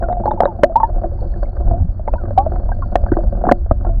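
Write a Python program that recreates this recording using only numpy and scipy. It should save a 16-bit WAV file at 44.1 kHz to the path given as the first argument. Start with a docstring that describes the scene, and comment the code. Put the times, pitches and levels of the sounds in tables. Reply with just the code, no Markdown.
"""Air bubbles pinch off and ring close to a camera lying under water in a shallow stream.
Each bubble is a short tone that fades, most often rising in pitch. Pebbles and debris knock
on the camera's housing and make it ring, and sand grains and tiny bubbles tick. The current
rumbles on the housing, and gravel rustles past over a faint gurgle, fizz and distant wash.
The loudest bubbles and knocks overload the microphone."""
import sys
import numpy as np
from scipy import signal
from scipy.fft import rfft, irfft
from scipy.io import wavfile
from scipy.ndimage import uniform_filter1d

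SR = 44100
rng = np.random.default_rng(int(sys.argv[2]) if len(sys.argv) > 2 else 0)


def dump(signal):
    """Clip the signal to [-1, 1] and save it as 16-bit WAV at the path in sys.argv[1]."""
    limited = np.clip(np.atleast_2d(signal).T, -1, 1)
    pcm = np.round(limited * 32767).astype(np.int16)
    wavfile.write(sys.argv[1], SR, pcm)


N = 176400  # 4 seconds

# Nearby bubbles, and a few longer ringing tones of the housing:
# start_s, level_db, pitch_hz, decay_s, rise_per_s (share of the pitch; below 0 it falls)
BUBBLES = [(.008, -21.5, 712, 0.042, 0.5), (0.036, -20, 1463, 0.0072, -3.5), (.112, -14.5, 713.4, 0.035, 0),
           (.168, -16.5, 715, 0.037, -1.5), (.236, -16, 830, 0.011, 4.5), (.265, -5.5, 823, 0.007, -1.5),
           (0.277, -2, 852, 0.0097, 0), (0.314, -4.5, 886, 0.0071, -3), (0.374, -21.5, 919, 0.022, -6.5),
           (.419, -3.5, 812.3, 0.0074, 9.5), (.474, -17, 937, 0.022, -2.5), (0.6341, 13, 498, 0.0043, 29.5),
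           (0.6414, 7, 586, 0.0034, 24), (.652, -27.5, 649, 0.038, 3), (.697, -16, 648, 0.027, 1),
           (0.7567, 3, 852, 0.011, 6), (.800, -17.5, 1104, 0.024, -1), (0.8313, 2.5, 885, 0.0093, 2),
           (0.832, -27.5, 1774, 0.01, -1.5), (1.215, -25, 511, 0.025, -0.5), (1.735, -14, 658, 0.022, 2.5),
           (2.082, -6.5, 850, 0.0037, 11), (2.155, -21, 925, 0.012, 2), (2.180, -37.5, 1513, 0.037, -3.5),
           (2.376, 4.5, 743, 0.014, 3), (2.383, -19.5, 1110, 0.016, 0.5), (2.464, -6, 631, 0.0091, 1.5),
           (2.69, -18.5, 910, 0.0064, 4.5), (2.719, -21.5, 1580, 0.006, 0), (2.822, -13.5, 1130, 0.006, -6),
           (2.822, -27.5, 1370, 0.0096, 1), (3.085, -29.5, 1610, 0.0051, -2), (3.119, 5.5, 313, 0.0038, 7),
           (3.118, -17, 1507, 0.0025, 3), (3.132, -23.5, 1410, 0.0047, 14.5), (3.187, -10, 610, 0.0071, 2),
           (3.439, 4, 648, 0.0045, 6.5), (3.488, 0.5, 1094, 0.0023, 0), (3.493, -4.5, 1630, 0.0022, 6),
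           (3.514, 2.5, 245, 0.006, -1), (3.519, 9.5, 697, 0.0029, 2), (3.71, -8.5, 1226, 0.0028, 3),
           (3.847, -30.5, 1050, 0.011, 2), (3.862, -32.5, 1350, 0.011, 2)]
# Pebbles and debris hitting the housing: start_s, level_db, pitch_hz, decay_s, crack_db (added to level)
KNOCKS = [(.025, -13, 681, 0.018, -7.5), (.038, -16.5, 673, 0.0068, -37.5), (.086, -10, 629, 0.0079, -15),
          (.098, -11, 701, 0.018, -24.5), (.126, -15.5, 692, 0.0074, -8), (.257, 0.5, 633, 0.0016, -20.5),
          (0.31, -10.5, 604, 0.0058, -6.5), (0.404, 4, 688, 0.0045, -14), (.434, 5.5, 587, 0.0015, -25.5),
          (0.455, -3.5, 565, 0.0076, -7.5), (0.633, -5.5, 316, 0.0045, 0),
          (0.801, -6.5, 890, 0.0095, -21.5), (.894, -23, 614, 0.015, -11), (1.035, -14.5, 633, 0.011, -16),
          (1.055, -17, 567, 0.012, -26.5), (1.429, -15, 568, 0.008, -9), (1.566, -28, 587, 0.012, -0.5),
          (1.712, -13.5, 674, 0.014, -23.5), (1.995, -21.5, 622, 0.0082, -41),
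          (2.077, -5, 600, 0.0024, -16), (2.137, -8, 630, 0.0045, -12.5), (2.253, -40, 650, 0.0039, 11.5),
          (2.307, -14.5, 575, 0.0075, -16.5), (2.558, -21, 718, 0.014, -2.5),
          (2.689, -18, 656, 0.0057, -19), (2.717, -11, 734, 0.0027, -35), (2.955, 4, 682, 0.0037, -13),
          (3.037, -16.5, 598, 0.0043, -20), (3.063, -21.5, 765, 0.0021, -1.5),
          (3.117, -13.5, 387, 0.0021, -4.5), (3.169, -8.5, 336, 0.011, -37), (3.168, -8, 712, 0.0035, -15),
          (3.452, -11.5, 745, 0.0069, -10), (3.468, -3.5, 773, 0.0035, -35),
          (3.475, -0.5, 313, 0.0032, -33), (3.489, -4, 723, 0.0067, -8), (3.513, 2.5, 570, 0.0068, -9.5),
          (3.322, -31, 617, 0.0028, -12), (3.661, -27.5, 663, 0.0088, -7.5), (3.711, -1, 639, 0.0047, -19),
          (3.713, -1.5, 253, 0.0029, -35.5), (3.848, -16.5, 723, 0.0051, -12.5),
          (3.892, -22, 668.5, 0.028, -23)]
# Tone colour of a knock's crack: frequency_hz, gain_db
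CRACK_COLOUR = [(150, 0), (400, 10.5), (900, 8), (1600, 0.5), (2100, -20), (2500, -37), (3100, -40.5),
                (4400, -46), (6000, -66), (12000, -96)]
# Tones the housing rings with: pitch_hz, level_db, ring_s (time to fade by 60 dB)
HOUSING_TONES = [(248.4, -14, 0.14), (348.9, -18.5, 0.23), (573, -6.5, 0.088), (719.4, -9.5, 0.13),
                 (1260, -33, 0.04), (1570, -35, 0.057)]
# Pings of sand grains and tiny bubbles: start_s, level_db (before TICK_BOOST_DB), pitch_hz
TICKS = [(.126, -52, 3720), (.127, -43.5, 2025), (0.258, -48, 4260), (.3122, -43.5, 3670),
         (0.4527, -36, 3810), (1.208, -52, 4400), (1.339, -40.5, 1710), (1.430, -56, 2100),
         (1.431, -50, 4480), (1.456, -49, 2150), (2.077, -36, 2080), (2.137, -42.5, 2550),
         (2.956, -17.5, 1850), (2.9547, -34, 2520), (3.138, -40, 1900)]
# Strength of the current on the housing: time_s, level_db
CURRENT_LEVEL = [(0, -18), (.5, -24.5), (.7, -25.5), (.9, -19.5), (.97, -21), (1.3, -17.5), (1.58, -21),
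                 (1.7, -14), (1.85, -14), (1.97, -21.5), (2.13, -21), (2.55, -16.5), (2.95, -18),
                 (3.27, -15), (3.4, -17.5), (3.57, -19.5), (3.7, -19), (4, -11.5)]
# Tone colour of the current's rumble: frequency_hz, gain_db
RUMBLE_COLOUR = [(8, -31), (20, 1.5), (40, 4), (62, -4.5), (100, -7), (135, -22.5), (200, -23.5),
                 (300, -31.5), (600, -90), (3000, -120)]
# Low thumps on the housing, from swirls of water and the push of loud hits:
# peak_s, level_db, pitch_hz, half_length_s
THUMPS = [(0.636, -2.5, 170, 0.0014), (0.96, -8, 29.5, 0.023), (1.426, -13, 48, 0.023),
          (1.612, -12, 59.5, 0.019), (1.686, -2.5, 28.8, 0.015), (1.825, -11, 61.4, 0.011),
          (1.849, -14.5, 165, .01), (2.133, -7, 43.5, 0.014), (2.687, -11.5, 45.8, .013),
          (3.042, -7, 47, 0.016), (3.13, -5.5, 70, 0.0085), (3.276, -6.5, 55, .013),
          (3.474, -25.5, 138, 0.024), (3.519, -9, 196.4, 0.01), (3.635, -11.5, 62.3, 0.024),
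          (3.7191, -0.5, 43, 0.004), (3.881, -16, 51.8, 0.012)]
# Loudness of the gravel's rustle: time_s, level_db
RUSTLE_LEVEL = [(0, -30.5), (.18, -31), (.35, -29.5), (.47, -28.5), (.66, -33.5), (.93, -34.5),
                (1.03, -25.5), (1.12, -40), (1.25, -33.5), (1.53, -32.5), (1.74, -25.5), (1.92, -47.5),
                (2.25, -33.5), (2.54, -25.5), (2.8, -36), (3.2, -28), (3.3, -35.5), (3.47, -24),
                (3.6, -44.5), (3.79, -40.5), (3.87, -25), (4, -41)]
# Tone colour of the gravel heard through the housing: frequency_hz, gain_db
RUSTLE_COLOUR = [(100, -34.5), (180, 5), (238, 0.5), (290, -23), (342, 7), (440, -14), (570, 4.5),
                 (630, -3), (705, 2.5), (800, -9.5), (960, -20), (1550, -26), (2000, -49), (3000, -57),
                 (9000, -90)]
# Tone colour of distant water rushing over stones: frequency_hz, gain_db
WASH_COLOUR = [(150, 15.5), (700, 0.5), (1000, -3.5), (1600, -8), (1950, -26.5), (2200, -23.5), (2500, -39),
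               (3600, -40.5), (6000, -43), (15000, -54)]
# Loudness of the thin fizz: time_s, level_db
FIZZ_LEVEL = [(0, -79.5), (.7, -80.5), (1.05, -75), (1.3, -67), (1.9, -80), (2.5, -74), (3.15, -71),
              (3.55, -77.5), (4, -79.5)]

BUBBLE_ATTACK_S, BUBBLE_TO_HOUSING_DB = 0.0016, -16.5
BUBBLE_FLUTTER_DB, BUBBLE_FLUTTER_S = 1.29, 0.0085
GLIDE_LIMIT = 0.49  # a pitch slides by at most this share
THUD_ATTACK_S, KNOCK_TO_HOUSING_DB = 0.00051, -12.5
CRACK_ATTACK_S, CRACK_DECAY_S = 0.00027, 0.0046
TICK_DECAY_S, TICK_BOOST_DB = 0.0026, 10
GRAINS_PER_S, GRAIN_SPREAD_DB, RUSTLE_HISS_GAIN = 540, 3.5, 0.92
CLUMP_DB, CLUMP_S = 5, 0.0077
WASH_DB, WALL_CUTOFF_HZ = -44.5, 1800
GURGLE_DB, GURGLE_PER_S, GURGLE_SPREAD_DB = -48.5, 17, 5
GURGLE_LOW_HZ, GURGLE_HIGH_HZ, GURGLE_DB_PER_OCTAVE, GURGLE_DECAY_CYCLES = 506, 2070, -14, 5.4
FIZZ_PER_S, FIZZ_SPREAD_DB, FIZZ_HZ, FIZZ_PITCH_SCATTER, FIZZ_DECAY_S = 550, 4.5, 4440, 0.043, 0.002
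LIMIT_DB, LIMIT_SHARE, RECOVER_DB_PER_S = 2.5, 0.17, 70.5
CLIP_HARDNESS, TREBLE_EDGE_HZ = 260, 15800


def bubbles():
    """Bubbles ring unevenly and shake the housing; a few longer tones are the housing's own."""
    tones, housing = np.zeros(N), np.zeros(N)
    for start_s, db, hz, decay_s, rise_per_s in BUBBLES:
        add(tones, start_s, amp(db) * ring(hz, decay_s, BUBBLE_ATTACK_S, rise_per_s))
        add(housing, start_s, amp(db + BUBBLE_TO_HOUSING_DB) * housing_ring())
    wobble = amp(BUBBLE_FLUTTER_DB * flutter(BUBBLE_FLUTTER_S))
    return through_wall(tones * wobble + housing)


def knocks():
    """A pebble's hit gives a thud that the water soon stops, a short crack and a ringing housing."""
    thuds, cracks = np.zeros(N), np.zeros(N)
    t = np.arange(SR // 20) / SR
    crack_shape = (1 - np.exp(-t / CRACK_ATTACK_S)) * np.exp(-t / CRACK_DECAY_S)
    for start_s, db, hz, decay_s, crack_db in KNOCKS:
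        add(thuds, start_s, amp(db) * ring(hz, decay_s, THUD_ATTACK_S))
        add(thuds, start_s, amp(db + KNOCK_TO_HOUSING_DB) * housing_ring())
        add(cracks, start_s, amp(db + crack_db) * crack_shape * rng.standard_normal(len(t)))
    filter_gain = colour(rng.standard_normal(N), CRACK_COLOUR).std()
    return through_wall(thuds) + colour(cracks, CRACK_COLOUR) / filter_gain


def housing_ring():
    """The housing rings on after one blow, a little differently each time."""
    t = np.arange(SR // 3) / SR
    tones = sum(amp(db - 60 * t / ring_s) * rng.uniform(.7, 1.3) * np.sin(2 * np.pi * hz * t)
                for hz, db, ring_s in HOUSING_TONES)
    return tones * (1 - np.exp(-t * 1000))  # fades in over about 1 ms


def ticks():
    """Sand grains and tiny bubbles give short, high pings."""
    out = np.zeros(N)
    for start_s, db, hz in TICKS:
        add(out, start_s, amp(db + TICK_BOOST_DB) * ring(hz, TICK_DECAY_S, BUBBLE_ATTACK_S))
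    return out


def current():
    """Flowing water rumbles on the housing; swirls and the push of loud hits add low thumps."""
    rumble = colour(rng.standard_normal(N), RUMBLE_COLOUR)
    strength = np.sqrt(uniform_filter1d(rumble ** 2, size=SR // 10))
    out = level(CURRENT_LEVEL) * rumble / strength  # dividing evens out chance swells
    for peak_s, db, hz, half_length_s in THUMPS:
        t = np.arange(N) / SR - peak_s
        out -= amp(db) * np.exp(-(t / half_length_s) ** 2) * np.cos(2 * np.pi * hz * t)
    return out


def gravel():
    """Gravel rustles past in clumps: clicks and hiss, heard through the housing."""
    clumps = amp(CLUMP_DB * flutter(CLUMP_S))
    grains = patter(GRAINS_PER_S, GRAIN_SPREAD_DB) + RUSTLE_HISS_GAIN * rng.standard_normal(N)
    return level(RUSTLE_LEVEL) * unit(colour(clumps * grains, RUSTLE_COLOUR))


def wash():
    """Far away, shallow water rushes steadily over stones."""
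    return amp(WASH_DB) * unit(colour(rng.standard_normal(N), WASH_COLOUR))


def gurgle():
    """Small bubbles of 20 sizes pop further off, the high ones fainter."""
    out = np.zeros(N)
    for hz in np.geomspace(GURGLE_LOW_HZ, GURGLE_HIGH_HZ, num=20):
        gain = amp(GURGLE_DB_PER_OCTAVE * np.log2(hz / GURGLE_LOW_HZ))
        pop = gain * ring(hz, GURGLE_DECAY_CYCLES / hz, BUBBLE_ATTACK_S, rise_per_s=7.9)
        clicks = patter(GURGLE_PER_S / 20, GURGLE_SPREAD_DB)
        out += signal.oaconvolve(clicks, pop)[:N]  # every click becomes a pop
    return amp(GURGLE_DB) * unit(through_wall(out))


def fizz():
    """The tiniest bubbles make a stream of faint, high pings."""
    pings = np.zeros(N)
    for hz in FIZZ_HZ * (1 + FIZZ_PITCH_SCATTER * rng.standard_normal(20)):
        clicks = patter(FIZZ_PER_S / 20, FIZZ_SPREAD_DB)
        pings += signal.oaconvolve(clicks, ring(hz, FIZZ_DECAY_S, BUBBLE_ATTACK_S))[:N]
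    return level(FIZZ_LEVEL) * unit(pings)


def through_wall(x):
    """The wall of the housing dulls sound coming from the water."""
    return signal.sosfilt(signal.butter(6, WALL_CUTOFF_HZ, fs=SR, output="sos"), x)


def ring(hz, decay_s, attack_s, rise_per_s=0):
    """A fading tone whose pitch can slide up or down and then level off."""
    t = np.arange(SR // 4) / SR
    pitch_hz = hz * (1 + GLIDE_LIMIT * np.tanh(rise_per_s * t / GLIDE_LIMIT))
    shape = (1 - np.exp(-t / attack_s)) * np.exp(-t / decay_s)
    return shape * np.sin(2 * np.pi * np.cumsum(pitch_hz) / SR)


def patter(per_s, spread_db):
    """Clicks of uneven size at random times."""
    sizes = amp(spread_db * np.minimum(rng.exponential(1, N), 4))
    signs = rng.choice([-1, 1], N)
    hits = rng.random(N) < per_s / SR
    return unit(sizes * signs * hits)


def flutter(span_s):
    """A smooth random wobble that changes over about span_s."""
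    return unit(signal.oaconvolve(rng.standard_normal(N), np.hanning(int(2 * span_s * SR)), "same"))


def colour(x, points):
    """Makes each frequency louder or softer, following (frequency_hz, gain_db) points."""
    hz, db = np.transpose(points)
    all_hz = abs(np.fft.fftfreq(N, 1 / SR)) + 1
    log_gain = np.log(amp(np.interp(np.log(all_hz), np.log(hz), db)))
    response = np.exp(np.conj(signal.hilbert(log_gain)))  # rings after a click, not before it
    return irfft(rfft(x) * response[:N // 2 + 1], N)


def amp(db):
    """Turns decibels into a number to multiply by."""
    return 10 ** (np.asarray(db) / 20)


def unit(x):
    """Scales a signal to an average strength (rms) of 1."""
    return x / np.sqrt(np.mean(x ** 2) + 1e-20)


def level(points):
    """A volume curve through (time_s, level_db) points."""
    return amp(np.interp(np.arange(N) / SR, *np.transpose(points)))


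def add(mix, start_s, sound):
    """Lays a sound into the mix at start_s."""
    part = mix[max(round(start_s * SR), 0):][:len(sound)]
    part += sound[:len(part)]


def scene():
    """Everything that reaches the underwater microphone, in one channel."""
    background = current() + gravel() + wash() + gurgle() + fizz()
    return (bubbles() + knocks() + ticks() + background)[None]


def record(dry):
    """The camera turns down after loud blows, clips the peaks and cuts the highest treble."""
    smoothing = [1 / 400], [1, 1 / 400 - 1]  # averages over about 9 ms
    power_db = 10 * np.log10(signal.lfilter(*smoothing, dry[0] ** 2) + 1e-12)
    recovery_db = np.arange(N) * RECOVER_DB_PER_S / SR
    held_db = np.maximum.accumulate(power_db + recovery_db) - recovery_db  # jumps up, sinks slowly
    over_db = np.maximum(held_db - LIMIT_DB, 0)
    limited = dry / amp(LIMIT_SHARE * signal.lfilter(*smoothing, over_db))
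    clipped = limited / (1 + abs(limited) ** CLIP_HARDNESS) ** (1 / CLIP_HARDNESS)
    treble_cut = signal.firwin(255, TREBLE_EDGE_HZ, window=("kaiser", 9), fs=SR)
    return signal.oaconvolve(clipped, treble_cut[None], "same")


dry = scene()
out = record(dry)
dump(out)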